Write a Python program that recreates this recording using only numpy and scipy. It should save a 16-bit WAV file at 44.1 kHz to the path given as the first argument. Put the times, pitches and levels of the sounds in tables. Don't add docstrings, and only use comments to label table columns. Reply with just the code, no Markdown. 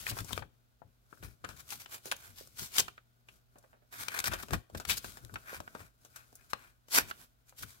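import sys
import numpy as np
from scipy import signal
from scipy.fft import rfft, irfft
from scipy.io import wavfile
from scipy.ndimage import uniform_filter1d

SR = 44100
rng = np.random.default_rng(int(sys.argv[2]) if len(sys.argv) > 2 else 0)


def dump(signal):
    limited = np.clip(np.atleast_2d(signal).T, -1, 1)
    pcm = np.round(limited * 32767).astype(np.int16)
    wavfile.write(sys.argv[1], SR, pcm)


N = 343980
TAPS = 4096
TIME = np.arange(N) / SR
HZ = np.maximum(np.arange(TAPS // 2 + 1) * SR / TAPS, 1)

# frequency in Hz, relative gain in dB.
FLOOR_EQ = [(12, -32.5), (25, -20.5), (45, 4.5), (90, -11.5), (170, -14.5), (300, -21), (650, -22.5),
            (1200, -30), (4000, -30), (9000, -43), (15000, -32.5)]
WALL_EQ = [(60, -5.5), (300, 4), (1400, -5), (3000, 1), (6000, -8), (15000, -7.5)]
PUFF_EQ = [(12, -40.5), (25, -18), (38, -1), (60, -4), (95, 1), (150, -8), (250, -14.5), (500, -24),
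           (1500, -76.5)]
FIBRE_EQ = [(900, -17.5), (2000, -4.5), (3200, -2.5), (5200, -1.5), (7500, -2.5), (10000, -3.5),
            (13500, -2.5), (16000, -7)]
SLACK_BODY_EQ = [(60, -18.5), (240, 3.5), (480, -5.5), (660, 2), (880, -8.5), (1450, 2), (2100, -13),
                 (2600, -6), (4000, -16.5), (7000, -31.5)]
TAUT_BODY_EQ = [(60, -17.5), (200, -9), (350, -4.5), (500, -10), (700, -3.5), (1500, -1.5), (2100, 8.5),
                (3000, -3.5), (4200, -7), (7000, -15)]
# frequency in Hz, rms level in dB.
HUM_PARTIALS = [(119.8, -75), (239.6, -89)]
# frequency in Hz, left over right in dB.
PORT_BALANCE = [(150, 0.5), (480, -9.5), (1000, -2.5), (2000, 0.5), (4000, 1.5), (8000, -0.5), (13000, -3)]
# centre in Hz, width in Hz, gain in dB.
FIXED_COLOUR = [(640, 31, 5.5), (1065, 510, 5), (1504, 390, 9.5), (2070, 280, -8.5), (2480, 220, 3.5)]
# peak time in seconds, fall in seconds, level in dB.
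SWINGS = [(0.126, 0.036, -37.5), (0.213, 0.05, -38.5), (0.33, 0.04, -40.5), (0.384, 0.097, -43.5),
          (0.86, 0.066, -60), (1.234, 0.11, -45.5), (1.455, 0.23, -53.5), (1.76, 0.057, -59),
          (2.3, 0.11, -59), (2.623, 0.039, -46.5), (2.8, 0.13, -52.5), (4.0, 0.049, -56),
          (4.21, 0.019, -53.5), (4.284, 0.17, -42.5), (4.541, 0.051, -29.5), (4.76, 0.055, -41),
          (4.89, 0.12, -43), (5.06, 0.2, -54), (5.24, 0.074, -50), (5.34, 0.05, -45), (5.58, 0.091, -51),
          (5.815, 0.054, -51), (7.001, 0.14, -50), (7.631, 0.082, -49.5)]
# start and end in seconds, hiss level in dB,
# body over hiss in dB.
FINGER_HOLDS = [(0.0, 0.387, -55.5, -9.5), (1.11, 1.333, -72, -5), (1.459, 1.982, -67.5, -4.5),
                (2.052, 2.878, -65.5, -12), (3.286, 3.36, -70.5, -5.5), (3.54, 3.736, -83, 0),
                (3.953, 4.58, -62, -7), (4.742, 5.859, -66.5, -0.5), (6.014, 6.686, -72, -5.5),
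                (6.94, 7.243, -64.5, -6), (7.565, 7.796, -74.5, -2)]
# start in seconds, starting level of each mode in dB,
# lower mode in Hz, pan in dB (left over right).
BULGE_POPS = [(0.0677, -34, 1950, 13), (6.5335, -22.5, 1103, 14.5)]
# start in seconds, 60 dB decay in seconds, low, middle and
# top levels in dB (as if the energy were packed into 1 ms), ring in Hz, pan in dB (left over right).
BUCKLES = [(0.0663, 0.011, -50.5, -24, -52, 2150, -1.5), (0.113, 0.091, -43, -33, -49, 790, 3.5),
           (0.1676, 0.076, -32.5, -43, -49, 1050, 10), (0.1863, 0.026, -39, -33.5, -29, 1350, 10),
           (0.2448, 0.032, -42, -67, -38, 900, 16), (0.3063, .04, -32.5, -40, -39, 1030, 22),
           (0.3297, 0.013, -33, -32.5, -26.5, 3130, 17), (0.3763, 0.011, -24, -27, -32.5, 1290, 19),
           (0.392, 0.023, -44, -38, -44, 705, 15), (0.4218, 0.04, -32.5, -37.5, -55, 1580, 16),
           (0.817, 0.063, -38.5, -56, -93, 840, 23), (1.1258, 0.054, -39.5, -43, -77, 1430, 23),
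           (1.1724, 0.032, -60, -57, -81, 1480, 20), (1.2258, 0.066, -45.5, -40.5, -57, 396, 10),
           (1.4405, 0.023, -34.5, -38, -43, 1400, 6), (1.4452, 0.038, -34.5, -28, -36.5, 1360, 12),
           (1.4882, 0.18, -38.5, -40, -34.5, 1350, 12), (1.7034, 0.078, -65, -41, -30, 2900, 19),
           (1.723, 0.038, -46, -31.5, -49, 795, 15), (1.859, .021, -51, -38.5, -48.5, 3420, 8),
           (2.055, 0.15, -42, -44, -31.5, 387, 2.5), (2.1137, 0.032, -39, -22, -26, 352, 2.5),
           (2.1207, 0.036, -32.5, -29, -25, 1610, -1.5), (2.409, 0.0045, -45, -70, -62, 350, -10),
           (2.7818, 0.025, -35, -24, -12, 3040, 14), (2.797, 0.031, -28, -33, -15, 5470, 1),
           (2.8028, .013, -41, -24, -22.5, 5660, 17), (2.8807, 0.023, -45.5, -31, -40.5, 1320, -5),
           (2.9777, 0.026, -51.5, -40.5, -61.5, 1520, 1), (3.285, 0.049, -54.5, -43, -50.5, 2610, 3),
           (3.556, 0.1, -47.5, -51, -75.5, 620, 4), (3.5836, 0.033, -66, -78, -49.5, 680, 7.5),
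           (3.6382, 0.076, -53.5, -52, -85, 594, 3), (3.7289, 0.16, -53, -50, -87.5, 600, 1.5),
           (3.82, 0.11, -64.5, -59.5, -80, 622, -4.5), (4.0822, 0.019, -36, -28, -24, 2200, 8),
           (4.189, 0.023, -41, -30.5, -21, 1430, 16), (4.201, 0.014, -57, -30, -25.5, 1440, -2),
           (4.2399, .068, -35, -28, -21, 1580, 5.5), (4.256, 0.071, -55, -29, -24, 4600, 4),
           (4.3174, 0.077, -30, -31, -39, 1280, 23), (4.334, 0.039, -34, -30, -26.5, 613, 6),
           (4.4326, 0.02, -35.5, -45, -38.5, 1510, 18), (4.483, 0.076, -41, -48, -43, 2420, 10),
           (4.5064, 0.02, -34, -37.5, -33.5, 352, 17), (4.532, 0.075, -21.5, -29.5, -26.5, 1640, 7.5),
           (4.5393, 0.051, -41, -28, -43, 1600, 11), (4.6978, 0.064, -47, -57, -50.5, 640, 5.5),
           (4.7478, 0.048, -28.5, -37.5, -36.5, 1850, 4), (4.7984, 0.08, -35.5, -37.5, -32.5, 1450, 5),
           (4.8505, .022, -43, -34, -31.5, 1320, 8), (4.895, 0.098, -41, -22, -18.5, 2550, 14.5),
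           (4.909, 0.084, -49, -20.5, -24.5, 3700, 2), (5.0436, .036, -32, -36, -33.5, 1450, 10),
           (5.17, 0.08, -41, -47, -40, 1720, 7), (5.2484, 0.006, -57, -51.5, -41.5, 340, 10),
           (5.294, 0.033, -45, -49, -80, 1440, 9), (5.339, 0.042, -43, -49, -36.5, 1520, 9),
           (5.3566, .038, -35, -28, -43, 1310, 3), (5.6016, 0.028, -33.5, -38.5, -36.5, 650, 7.5),
           (5.6757, 0.021, -40.5, -36.5, -55, 1480, 2.5), (5.7487, 0.057, -30, -38, -42, 1456, 10),
           (5.8026, .059, -42, -45.5, -59, 1390, 16), (6.0481, 0.075, -52, -55, -44, 490, 6),
           (6.159, 0.078, -54, -50.5, -35.5, 1544, 5), (6.3526, 0.057, -72.5, -89, -41, 1320, 4),
           (6.5319, .019, -30.5, -25.5, -28, 1265, 10), (6.8829, .023, -60, -52.5, -47.5, 600, 6.5),
           (6.984, 0.0092, -21.5, -20, -12, 1680, 5), (7.1103, 0.026, -44, -26.5, -42, 1500, -3.5),
           (7.5237, 0.02, -53, -54, -88, 774, 8), (7.632, 0.032, -43, -32, -49, 1400, 7)]
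# fastest moment, rise and fall in seconds, hiss level in dB,
# body over hiss in dB, ring of the stretched paper in Hz, pan in dB (left over right).
SLIDES_AND_RIPS = [(0.01, 0.041, 0.058, -42.5, -13, 1700, 5.5), (0.085, 0.02, .022, -46, 8, 1200, 4),
                   (0.103, 0.055, 0.019, -35, -31, 4100, 3.5), (0.174, 0.023, .044, -45.5, 0, 1040, 2.5),
                   (0.205, .02, 0.017, -43.5, 1, 1280, 6), (0.294, 0.02, 0.015, -45, -3.5, 1030, 16),
                   (0.327, 0.019, .02, -41, -10, 3140, 8), (0.373, 0.05, 0.023, -49.5, -1, 1360, 1),
                   (1.231, 0.012, 0.088, -53, 0, 1520, 6.5), (1.499, 0.058, 0.043, -67, 11, 1420, -7),
                   (1.604, 0.054, 0.022, -49.5, -5, 1080, 6), (1.727, 0.056, 0.062, -41, -11, 1140, 2.5),
                   (1.805, 0.017, .052, -47, -7.5, 2700, 3), (1.942, 0.058, 0.051, -45.5, -3.5, 3400, 0),
                   (2.067, 0.055, 0.12, -53.5, -8.5, 3940, 5), (2.27, 0.16, 0.075, -56.5, -1, 1500, -1.5),
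                   (2.385, 0.04, 0.087, -50, -10, 4180, 4), (2.595, 0.032, 0.078, -40, -10.5, 5830, 5),
                   (2.63, 0.054, 0.074, -42, -10, 5725, 3.5), (2.769, 0.052, 0.068, -34.5, -9, 2860, 5),
                   (2.787, 0.013, .029, -24, -10, 2940, 1), (3.929, 0.015, 0.12, -51, 1.5, 1600, -1),
                   (4.009, 0.055, 0.084, -42, -3, 1630, 3), (4.159, 0.096, 0.1, -45.5, 7, 1520, 4),
                   (4.277, 0.025, 0.014, -33.5, 2, 1410, 8), (4.338, 0.045, 0.045, -49, 12, 1320, 5.5),
                   (4.4, 0.033, 0.032, -49.5, 3.5, 1450, 3.5), (4.432, 0.016, .011, -43, -4, 1520, 5),
                   (4.54, 0.031, 0.022, -43, 5.5, 1640, 0.5), (4.775, .006, 0.018, -41, -8, 1330, 2),
                   (4.906, 0.027, 0.049, -28, -8, 2980, 6.5), (4.976, 0.015, 0.022, -33.5, -17, 4600, 5.5),
                   (5.057, 0.066, 0.15, -48.5, -10, 1470, 6), (5.5, .061, 0.092, -55.5, 9.5, 1440, 2.5),
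                   (5.551, 0.053, 0.043, -49, 4.5, 1080, 3), (5.81, 0.097, 0.08, -60, 4, 1400, 4),
                   (6.168, 0.036, 0.095, -60.5, 6.5, 1520, 5), (6.411, 0.056, 0.028, -74.5, 9.5, 1540, 21),
                   (6.505, 0.013, 0.035, -52, -9, 1610, 3), (6.63, 0.18, 0.11, -68.5, 10, 1450, 4),
                   (6.961, 0.042, 0.046, -22, -10, 5030, 3.5), (6.981, .022, 0.031, -34, 8.5, 1660, -1.5),
                   (7.102, 0.036, 0.018, -46.5, -1.5, 1530, 2), (7.23, 0.13, 0.038, -58.5, -4.5, 1510, -4),
                   (7.496, 0.038, 0.046, -62.5, -9.5, 1420, 0.5),
                   (7.59, 0.025, 0.041, -47.5, -17, 3700, 2.5), (7.63, 0.028, 0.023, -42.5, -10.5, 1440, 3),
                   (7.691, 0.1, .14, -56.5, -7, 1330, 3)]

LEFT_LEAD_S = 0.00025


def from_db(db):
    return 10 ** (np.asarray(db) / 20)


def unit_rms(x):
    return x / np.sqrt(np.mean(x ** 2) + 1e-20)


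def curve_db(points):
    hz, db = np.transpose(points)
    return np.interp(np.log(HZ), np.log(hz), db)


def equalise(x, db):
    cepstrum = irfft(np.log(from_db(db)))
    cepstrum[1:TAPS // 2] *= 2
    cepstrum[TAPS // 2 + 1:] = 0
    impulse = irfft(np.exp(rfft(cepstrum)))
    return signal.fftconvolve(x, impulse[None], axes=1)[:, :x.shape[1]]


def drift(per_s, size):
    knots = rng.standard_normal(size // 8 + 2)
    return np.interp(np.arange(size) * per_s / SR, np.arange(len(knots)), knots)


def swell_db(t, rise, fall):
    return -20 * np.abs(t / np.where(t < 0, rise, fall)) ** 1.36


def mix_in(out, start_s, sound):
    start = round(start_s * SR)
    low, high = max(start, 0), min(start + sound.shape[1], N)
    out[:, low:high] += sound[:, low - start:high - start]


def panned(x, pan_db):
    return x * unit_rms(from_db([[pan_db / 2], [-pan_db / 2]]))


def two_ports(direct, scattered, direct_share):
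    samples = np.arange(len(direct))
    lag = np.round(LEFT_LEAD_S * SR + rng.normal(0, 1.4))
    late = np.interp(samples - lag, samples, direct, left=0)
    return np.sqrt(direct_share) * np.array([direct, late]) + np.sqrt(1 - direct_share) * scattered


def background(floor_db=-71):
    noise = rng.standard_normal((3, N))
    floor = from_db(floor_db) * unit_rms(equalise(noise[0] + 4.5 * noise[1:], curve_db(FLOOR_EQ)))
    hum = np.zeros(N)
    for hz, db in HUM_PARTIALS:
        amplitude = np.sqrt(2) * from_db(db + 1.5 * drift(5, N))
        hum += amplitude * np.sin(2 * np.pi * hz * TIME + 0.3 * drift(2, N))
    return floor + panned(hum, pan_db=3.5)


def room(x, early_t60_s=0.1, tail_t60_s=0.34, return_db=-12.5):
    t = np.arange(SR) / SR
    decay = from_db(-60 * t / tail_t60_s) + 2.9 * from_db(-60 * t / early_t60_s)
    reflections = unit_rms(rng.standard_normal((2, SR)) * decay * (t > 0.006)) / np.sqrt(SR)
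    impulse = equalise(reflections, curve_db(WALL_EQ))
    send = x + 0.41 * x[::-1]
    return from_db(return_db) * signal.fftconvolve(send, impulse, axes=1)[:, :N]


def fanned_air(rubbing_db, sway_db=-3, rise_s=0.038):
    noise = rng.standard_normal((3, N))
    wind = equalise(noise[0] + 0.85 * noise[1:], curve_db(PUFF_EQ))
    wind /= np.sqrt(uniform_filter1d(np.mean(wind ** 2, axis=0), size=2000) + 1e-9)
    power = from_db(rubbing_db + sway_db)[None] ** 2
    t = np.arange(-SR // 5, SR // 2) / SR
    for peak_s, fall_s, db in SWINGS:
        puff = from_db(db + swell_db(t, rise_s, fall_s))
        mix_in(power, peak_s + t[0], puff[None] ** 2)
    return panned(wind * np.sqrt(power), pan_db=8.0)


def fixed_colour_eq():
    return sum(db / (1 + (2 * (HZ - hz) / width) ** 2) for hz, width, db in FIXED_COLOUR)


def grip_eq(ring_hz, ring_db):
    ring = ring_db / (1 + (np.log2(HZ / ring_hz) / 0.3) ** 2)
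    ripple_hz = np.geomspace(150, 17000, 110)
    ripple = 1.6 * np.interp(HZ, ripple_hz, rng.standard_normal(len(ripple_hz)))
    return ring + ripple


def fibre_slips(size, per_s, spread_db, smooth):
    strengths = from_db(spread_db * np.minimum(rng.exponential(1, (3, size)), 4))
    signs = rng.choice([-1, 1], (3, size))
    clicks = unit_rms(strengths * signs * (rng.random((3, size)) < per_s / SR))
    return unit_rms(clicks + smooth * rng.standard_normal((3, size)))


def friction(slips, hiss_db, body_db, body_eq, grip_db, judder_db):
    size = slips.shape[1]
    slips = slips * from_db(judder_db * (drift(200, size) + drift(700, size)))
    hiss = two_ports(slips[0], slips[1:], direct_share=0.13)
    hiss = equalise(hiss, curve_db(FIBRE_EQ) + grip_db)
    body = two_ports(slips[0], slips[1:], direct_share=0.62)
    body = equalise(body, curve_db(body_eq) + fixed_colour_eq() + grip_db)
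    return from_db(hiss_db) * (unit_rms(hiss) + from_db(body_db) * unit_rms(body))


def hold_envelopes(resting_db=-81.5, grab_s=0.035, let_go_s=0.057):
    hiss = body = from_db(resting_db)
    for start, end, hiss_db, body_db in FINGER_HOLDS:
        fade = np.maximum(start - TIME, 0) / grab_s + np.maximum(TIME - end, 0) / let_go_s
        level = from_db(hiss_db - 20 * np.minimum(fade, 10))
        hiss = hiss + level
        body = body + level * from_db(body_db)
    return 20 * np.log10(hiss), 20 * np.log10(body / hiss)


def rustle(hiss_db, body_db):
    creep = from_db(1.5 * drift(25, N))
    slips = creep * fibre_slips(N, per_s=1500, spread_db=1.0, smooth=1.0)
    rub = friction(slips, hiss_db, body_db, SLACK_BODY_EQ, grip_db=0, judder_db=1.2)
    return panned(rub, pan_db=3.5)


def pops(upper_ratio=1.17, t60_s=0.013):
    out = np.zeros((2, N))
    t = np.maximum(np.arange(TAPS) / SR - [[0], [LEFT_LEAD_S]], 0)
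    for start, db, hz, pan_db in BULGE_POPS:
        modes = np.sin(2 * np.pi * hz * t) + np.sin(2 * np.pi * hz * upper_ratio * t)
        mix_in(out, start, panned(modes * from_db(db - 60 * t / t60_s), pan_db))
    return out


def snap(t60_s, levels_db, grip_db):
    t = np.arange(TAPS) / SR
    noise = rng.standard_normal((3, TAPS))
    dark = signal.sosfilt(signal.butter(1, 2500, fs=SR, output="sos"), noise)
    bright = noise - dark
    crack = rng.standard_normal(TAPS) * np.exp(-np.abs(t - 0.002) / 0.00057)
    waves = dark * from_db(-60 * t / t60_s) + bright * from_db(-60 * t / (1.1 * t60_s))
    scatter = unit_rms(waves * (1 - np.exp(-t / 0.0013)))
    stereo = two_ports(unit_rms(crack) + scatter[0], 1.54 * scatter[1:], direct_share=0.63)
    low, middle, top = levels_db - 10 * np.log10([900, 2800, 11500])
    sheen = top - 6.5 + 0.35 * min(top - middle, 0)
    tone = [(30, low - 25), (180, low - 1.5), (650, low), (2100, middle), (6500, top), (16000, sheen)]
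    sound = equalise(stereo, curve_db(tone) + fixed_colour_eq() / 2 + grip_db)
    energy = np.sum(from_db(levels_db) ** 2) * SR / 1000
    return unit_rms(sound) * np.sqrt(energy / TAPS)


def snaps(cues):
    out = np.zeros((2, N))
    for start, t60_s, *levels_db, ring_hz, pan_db in cues:
        sound = snap(t60_s, np.array(levels_db), grip_eq(ring_hz, ring_db=8.0))
        mix_in(out, start, panned(sound, pan_db))
    return out


def crinkles(per_s=3.1, over_rub_db=13, spread_db=6.5, t60_s=0.021, ring_hz=1400, pan_db=5):
    cues = []
    for start, end, hiss_db, body_db in FINGER_HOLDS:
        typical_db = hiss_db + over_rub_db + np.array([body_db, body_db, 0])
        for at_s in rng.uniform(start, end, round((end - start) * per_s)):
            levels_db = typical_db + spread_db * rng.standard_normal(3)
            cues.append((at_s, t60_s, *levels_db, ring_hz, pan_db))
    return snaps(cues)


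def strokes():
    out = np.zeros((2, N))
    t = np.arange(-SR // 5, SR // 4) / SR
    for peak_s, rise_s, fall_s, hiss_db, body_db, ring_hz, pan_db in SLIDES_AND_RIPS:
        slips = fibre_slips(len(t), per_s=6000, spread_db=3.0, smooth=0.53)
        level_db = hiss_db + swell_db(t, rise_s, fall_s)
        grip_db = grip_eq(ring_hz, ring_db=2.5)
        sound = friction(slips, level_db, body_db, TAUT_BODY_EQ, grip_db, judder_db=2.0)
        mix_in(out, peak_s + t[0], panned(sound, pan_db))
    return out


def scene():
    rubbing_db, body_db = hold_envelopes()
    air = fanned_air(rubbing_db) + background()
    left, right = strokes() + rustle(rubbing_db, body_db) + snaps(BUCKLES) + crinkles() + pops()
    balance_db = curve_db(PORT_BALANCE)
    paper = np.vstack([equalise(left[None], balance_db / 3), equalise(right[None], -balance_db * 2 / 3)])
    return paper + room(paper) + air


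def record(dry):
    low_cut_hz, high_cut_hz = 38, 15800
    thin = signal.sosfilt(signal.butter(4, low_cut_hz, "high", fs=SR, output="sos"), dry)
    return signal.sosfilt(signal.ellip(10, 0.2, 75, high_cut_hz, fs=SR, output="sos"), thin)


dry = scene()
out = record(dry)
dump(out)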